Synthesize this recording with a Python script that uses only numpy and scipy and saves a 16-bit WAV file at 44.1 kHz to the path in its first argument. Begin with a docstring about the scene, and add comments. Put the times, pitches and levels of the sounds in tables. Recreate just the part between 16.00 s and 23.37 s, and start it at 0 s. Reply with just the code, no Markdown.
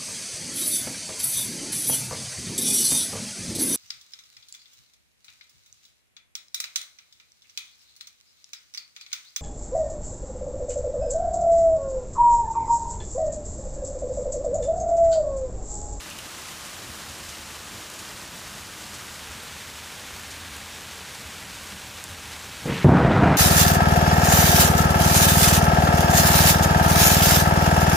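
"""Heavy rain falls on a flooded backyard, heard from a porch: countless impacts superpose into a wash. Near the
end lightning strikes: a side branch thuds and tears, then the main channel sends a volley of shock waves and a
crackling roll. A limiter lowers the gain under the clap, so the rain ducks. Close by, single drops tick on the
porch and runoff splashes; a low rumble, a low drone and soft bumps lie behind. One microphone feeds both
channels."""
import sys
import numpy as np
from scipy import signal
from scipy.fft import rfft, irfft
from scipy.io import wavfile

SR = 44100
rng = np.random.default_rng(int(sys.argv[2]) if len(sys.argv) > 2 else 0)


def wrap_up_sound(samples):
    """Save the sound to the file named by the first command line argument, as 16-bit audio."""
    columns = np.atleast_2d(samples).T
    # keep every value between -1 and 1, then stretch to whole-number steps
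    tamed = np.clip(columns, -1, 1)
    steps = np.round(tamed * 32767).astype(np.int16)
    wavfile.write(sys.argv[1], SR, steps)


N = 325017
TIME = np.arange(N) / SR


# Spectrum of rain on leaves. Each row: frequency in Hz, relative spectral level in dB.
LEAF_SPECTRUM = [(260, -4.5), (325, 1.5), (410, -3.5), (530, -0.5), (780, -2), (940, -1), (1400, 1),
                 (2200, -3), (2900, -2), (3700, -2), (4700, -3.5), (7100, -4), (10000, -9), (15000, -16.5)]
# Spectrum of rain on the flooded yard. Each row: frequency in Hz, relative spectral level in dB.
YARD_SPECTRUM = [(260, -2.5), (400, -3), (450, -1), (520, -2.5), (700, -1), (1000, -0.5), (1900, 0.5),
                 (3700, -1.5), (4900, -3.5), (7300, -4.5), (10000, -9), (15000, -16)]
def rain(level_db=-39.5, turn_s=2.8, turn_length_s=0.59):
    """Incoherent sources add in power: the level holds as the microphone turns from trees to yard."""
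    yard_share = np.interp(TIME, [turn_s, turn_s + turn_length_s], [0.13, 1])
    leaves = coloured(shower(per_s=3000, spread_db=3.0, near_db=-5.5, flutter_db=0.7), LEAF_SPECTRUM)
    yard = coloured(shower(per_s=3000, spread_db=3.5, near_db=-5.5, flutter_db=0.5), YARD_SPECTRUM)
    puddles = from_db(-14) * bubbles(per_s=180, quality=25)
    return from_db(level_db) * (np.sqrt(1 - yard_share) * leaves + np.sqrt(yard_share) * yard + puddles)


def shower(per_s, spread_db, near_db, flutter_db, count=16):
    """Superposition: far drops merge into Gaussian noise, while near ones stay distinct spatters."""
    near = rms_one(sum(scatter(impacts(per_s / count, spread_db), decay_s=0.00067) for _ in range(count)))
    direct = (rng.standard_normal(N) + from_db(near_db) * near) * from_db(flutter_db * drift(19))
    # fine spray close by comes in flurries
    flurries = rms_one(impacts(per_s=1500, spread_db=2.5) * from_db(5.5 * drift(14)))
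    spray = from_db(-7.5) * butter(flurries, 12000, "high", order=3)
    porch_reflection = from_db(-17) * butter(scatter(direct, decay_s=0.017), 4300, "low")
    return direct + spray + porch_reflection


def bubbles(per_s, quality, count=24):
    """Bubble resonance: air trapped by drops in puddles rings briefly, each size at its own pitch."""
    rings = (resonance(impacts(per_s / count, 1.4), hz, hz / quality)
             for hz in np.geomspace(900, 7500, count))
    return rms_one(sum(rms_one(ring) for ring in rings))


# The strongest shock fronts. Each row: start in seconds, level in dB, duration in seconds.
SHOCK_FRONTS = [(6.656, -20, .0036), (6.674, -22, 0.0018), (6.692, -18, 0.0024), (6.718, -18, .0062),
                (6.845, 1, 0.00502), (6.848, -4, 0.0074), (6.858, 1.5, 0.0059), (6.892, 7, .0025),
                (6.919, 4.5, 0.0054), (6.949, 6, .0037), (6.966, 2.5, 0.0057), (7.014, 0, .0028),
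                (7.048, 5.5, 0.00487), (7.102, 4, 0.004), (7.161, 2, .0054), (7.22, 4, .0031),
                (7.234, 5.5, .0046), (7.27, 3.5, 0.0024), (7.312, 2, .003)]
def shocks(air_cutoff_hz):
    """Each front is an N-wave, rounded by air absorption; the microphone loses its lowest part."""
    fronts = np.zeros(N)
    for start_s, db, length_s in SHOCK_FRONTS:
        add(fronts, start_s, from_db(db) * np.linspace(1, -1, int(length_s * SR)))
    rounded = butter(fronts, air_cutoff_hz, "low", order=4)
    return butter(rounded, 72, "high", order=3)


# Spectra of the thunder's four parts. Each row: frequency in Hz, relative spectral level in dB.
THUD_SPECTRUM = [(40, -17), (110, -6), (190, 2), (310, -11), (450, -1), (650, -17), (1000, -24)]
TEAR_SPECTRUM = [(400, -25), (800, -7), (1200, -1), (2400, -2), (4000, -11.5), (7000, -28.5), (12000, -55)]
BOOM_SPECTRUM = [(20, -27), (42, -7), (65, -6), (88, -2.5), (120, 1), (170, -1), (260, -3), (400, -12),
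                 (600, -14), (1000, -21), (2000, -43)]
CRACKLE_SPECTRUM = [(250, -4), (450, -4), (680, -0.5), (1000, -6.5), (1500, -6), (2200, -16), (3200, -26),
                    (5000, -33.5), (8000, -40.5), (14000, -56)]
def thunder(branch_s=6.654, clap_s=6.838, roll_fall_db_per_s=0.7):
    """Every kink of the bolt sends a small shock; they superpose into thud, tearing, boom and crackle."""
    # a faint growl leads into the side branch: a hollow thud and a rip that hangs on
    growl = from_db(-36) * swell(start_s=6.6, rise_s=0.05, fall_db_per_s=roll_fall_db_per_s)
    thud = from_db(-28.5) * swell(branch_s, rise_s=0.0039, fall_db_per_s=102)
    rip = from_db(-29) * swell(branch_s, rise_s=0.045, fall_db_per_s=33)
    # the main channel booms at once; crackle and tearing build up after it
    boom = from_db(-10.5) * swell(clap_s, 0.03, roll_fall_db_per_s)
    crackle = from_db(-12.8) * swell(clap_s, 0.08, roll_fall_db_per_s)
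    tear = from_db(-24) * swell(clap_s, 0.17, roll_fall_db_per_s)
    # each front drags a short rumble behind it and lifts the crackle
    wakes = sum(from_db(db) * swell(s, rise_s=0.0033, fall_db_per_s=400) for s, db, _ in SHOCK_FRONTS)
    bass = np.hypot(growl + boom, from_db(-13.5) * wakes)
    crackle *= np.hypot(1, from_db(-3) * wakes)
    tearing = ragged(impacts(per_s=3400, spread_db=1.0), patchy_db=3.0, rate_hz=28)
    roll = (thud * coloured(impacts(per_s=1500, spread_db=2.0), THUD_SPECTRUM)
            + np.hypot(rip, tear) * coloured(tearing, TEAR_SPECTRUM)
            + bass * coloured(impacts(per_s=1500, spread_db=2.0), BOOM_SPECTRUM)
            + crackle * coloured(impacts(per_s=2500, spread_db=0.5), CRACKLE_SPECTRUM))
    return ring_and_echo(roll + shocks(air_cutoff_hz=880))


def ragged(x, patchy_db, rate_hz, count=12):
    """Amplitude modulation, band by band: clusters of kinks favour one pitch, then another."""
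    edges_hz = np.geomspace(350, 14000, count + 1)
    pairs = zip(edges_hz, edges_hz[1:])
    bands = [signal.sosfilt(signal.butter(2, p, "band", fs=SR, output="sos"), x + 1e-18) for p in pairs]
    return sum((-1) ** k * band * from_db(patchy_db * drift(rate_hz)) for k, band in enumerate(bands))


# Narrow peaks that give the thunder a hollow ring. Each row: frequency in Hz, width in Hz, gain in dB.
THUNDER_RESONANCES = [(86, 19, -10), (172.4, 41, -1.5), (317, 30, -12), (457, 43, -9), (683, 50, -10),
                      (927, 51, -4)]
# Reflections from porch, house and trees. Each row: delay in seconds, gain in dB.
REFLECTIONS = [(.0128, -20), (.029, -23.5), (.071, -16)]
def ring_and_echo(x):
    """Resonance and reflection: a hollow ring and delayed copies join the direct sound."""
    out = x + sum(from_db(db) * resonance(x, hz, width_hz) for hz, width_hz, db in THUNDER_RESONANCES)
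    for delay_s, db in REFLECTIONS:
        add(out, delay_s, from_db(db) * x)
    return out


# Drops that hit the porch. Each row: start in seconds, level in dB before the high-pass.
PORCH_DROPS = [(.102, -18), (.188, -15), (.42, -21), (1.271, -24), (1.901, -18), (1.939, -20), (4.566, -18),
               (6.04, -11)]
def ticks(pitch_range_hz, decay_s):
    """A short impact has a wide spectrum: a drop on a hard surface snaps for about one cycle."""
    out, t = np.zeros(N), TIME[:SR // 100]
    for start_s, db in PORCH_DROPS:
        hz = rng.uniform(*pitch_range_hz)
        add(out, start_s, from_db(db) * np.exp(-t / decay_s) * np.cos(2 * np.pi * hz * t))
    return butter(out, 5000, "high")


# Runoff from the roof edge. Each row: start in seconds, level in dB, centre frequency in Hz.
RUNOFF = [(.106, -36.5, 2740), (.181, -34.5, 2850), (.48, -36, 4600), (.65, -37, 6500), (1.091, -38, 5000),
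          (1.286, -35.5, 4700), (1.987, -35, 6500), (2.938, -35.5, 5200), (3.47, -40, 3600),
          (4.04, -40, 3100), (4.305, -35, 5500), (5.142, -39, 4600), (6.326, -36, 4400)]
def splashes(rise_s, decay_s, plop_hz=2600, widening=2.5, droplets_per_s=12000):
    """Break-up on impact: a whole blob plops; the finer it bursts, the higher and wider its band."""
    out, t = np.zeros(N), TIME[:SR // 5]
    envelope = (1 - np.exp(-t / rise_s)) * np.exp(-t / decay_s)
    for start_s, db, hz in RUNOFF:
        droplets = rng.standard_normal(len(t)) * (rng.random(len(t)) < droplets_per_s / SR)
        width_hz = max(widening * (hz - plop_hz), 250)
        spray = rms_one(butter(resonance(droplets, hz, width_hz), 10400, "low"))
        add(out, start_s, from_db(db) * envelope * spray)
    return out


# Spectrum of the rumble behind the rain. Each row: frequency in Hz, relative spectral level in dB.
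RUMBLE_SPECTRUM = [(20, -28), (40, -5), (65, -1), (110, 0), (150, -2), (205, -0.5), (260, -6), (330, -16)]
def rumble(level_db=-50, flutter_db=1.3):
    """Filtered noise: a low band whose level wavers slightly."""
    noise = rng.standard_normal(N) * from_db(flutter_db * drift(8.6))
    return from_db(level_db) * coloured(noise, RUMBLE_SPECTRUM)


# Swelling and fading of a low drone. Each row: time in seconds, level in dB.
DRONE_LEVELS = [(0, -56), (.8, -64), (1.35, -52), (2.1, -68), (2.85, -56), (3.9, -59), (4.45, -49),
                (5.0, -57), (6.5, -52)]
def drone(pitch_hz=78, waver_hz=5.77):
    """Random frequency and amplitude modulation make a bass tone waver."""
    phase = 2 * np.pi * np.cumsum(pitch_hz + waver_hz * drift(13.8)) / SR
    level_db = np.interp(TIME, *np.transpose(DRONE_LEVELS)) + 1.7 * drift(20)
    return from_db(level_db) * rms_one(np.sin(phase))


# Soft low bumps. 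Each row: start in seconds, envelope peak in dB.
BUMPS = [(.89, -41), (1.585, -46), (3.295, -40), (4.126, -38.5), (5.251, -37.5), (6.095, -38)]
def thumps(mean_hz, rise_s, decay_s):
    """Damped oscillation: each dull bump dies within a few cycles."""
    out, t = np.zeros(N), TIME[:SR // 3]
    envelope = (1 - np.exp(-t / rise_s)) * np.exp(-t / decay_s)
    envelope /= envelope.max()
    for start_s, db in BUMPS:
        hz = mean_hz * rng.uniform(0.86, 1.14)
        add(out, start_s, from_db(db) * envelope * np.sin(2 * np.pi * hz * t))
    return out


def impacts(per_s, spread_db):
    """A Poisson process: clicks at random moments, many small and a few large; unit power."""
    sizes = from_db(spread_db * np.minimum(rng.exponential(1, N), 5)) * rng.choice([-1, 1], N)
    return rms_one(sizes * (rng.random(N) < per_s / SR))


def scatter(x, decay_s):
    """Convolution with dying noise smears every click into a burst; unit power."""
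    t = TIME[:SR // 20]
    burst = rng.standard_normal(len(t)) * np.exp(-t / decay_s)
    return rms_one(signal.fftconvolve(x, burst)[:N])


def swell(start_s, rise_s, fall_db_per_s):
    """An envelope with an S-shaped rise and exponential decay."""
    t = np.maximum(TIME - start_s, 0)
    return (1 - np.exp(-(t / rise_s) ** 2)) * from_db(-fall_db_per_s * t)


def drift(rate_hz):
    """Low-passed noise: a slow random fluctuation of unit power."""
    hz = np.arange(N // 2 + 1) * SR / N
    return rms_one(irfft(rfft(rng.standard_normal(N)) / (1 + (hz / rate_hz) ** 2), N))


def coloured(x, spectrum, skirt_db_per_octave=36):
    """Spectral shaping by a curve that falls away beyond its ends; unit power."""
    hz, db = np.transpose(spectrum)
    octave = np.log2(np.maximum(np.arange(N // 2 + 1) * SR / N, 1))
    beyond = np.abs(octave - np.clip(octave, np.log2(hz[0]), np.log2(hz[-1])))
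    gain_db = np.interp(octave, np.log2(hz), db) - skirt_db_per_octave * beyond
    return rms_one(irfft(rfft(x) * from_db(gain_db), N))


def resonance(x, hz, width_hz):
    """A two-pole resonator with unit gain at its peak."""
    radius = np.exp(-np.pi * width_hz / SR)
    feedforward = np.array([1, 0, -1]) * (1 - radius ** 2) / 2
    feedback = [1, -2 * radius * np.cos(2 * np.pi * hz / SR), radius ** 2]
    return signal.lfilter(feedforward, feedback, x + 1e-18)


def butter(x, hz, kind, order=2):
    """A causal, maximally flat low- or high-pass."""
    return signal.sosfilt(signal.butter(order, hz, kind, fs=SR, output="sos"), x + 1e-18)


def add(track, start_s, sound):
    """Superpose a sound on the track from start_s on."""
    start = int(np.clip(round(start_s * SR), 0, N - 1))
    track[start:start + len(sound)] += sound[:N - start]


def from_db(db):
    """Decibels to amplitude ratio."""
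    return 10 ** (np.asarray(db) / 20)


def rms_one(x):
    """Scale to unit power."""
    return x / np.sqrt(np.mean(x ** 2) + 1e-20)


def scene():
    """Linear superposition: the pressures of all sources add at one microphone."""
    drops = ticks(pitch_range_hz=(5670, 7770), decay_s=0.00008) + splashes(rise_s=0.0028, decay_s=0.015)
    bass = drone() + thumps(mean_hz=80, rise_s=0.012, decay_s=0.019)
    mono = rain() + rumble() + thunder() + drops + bass
    return np.array([mono, mono])


def limiter(x, ceiling_db, release_db_per_s, attack_s):
    """Automatic gain control: the gain drops quickly under a peak and creeps back."""
    excess_db = np.maximum(20 * np.log10(np.abs(x).max(axis=0) + 1e-9) - ceiling_db, 0)
    held_db = np.maximum.accumulate(excess_db + release_db_per_s * TIME) - release_db_per_s * TIME
    pole = np.exp(-1 / (attack_s * SR))
    return x * from_db(-signal.lfilter([1 - pole], [1, -pole], held_db))


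def record(dry):
    """Limiting and soft saturation round the peaks; a steep low-pass cuts the highest treble."""
    saturation, cutoff_hz = 0.76, 15400
    limited = limiter(dry, ceiling_db=-2.5, release_db_per_s=4.0, attack_s=0.00075)
    rounded = saturation * np.tanh(limited / saturation)
    return signal.sosfilt(signal.ellip(12, 0.1, 80, cutoff_hz, fs=SR, output="sos"), rounded)


dry = scene()
out = record(dry)
wrap_up_sound(out)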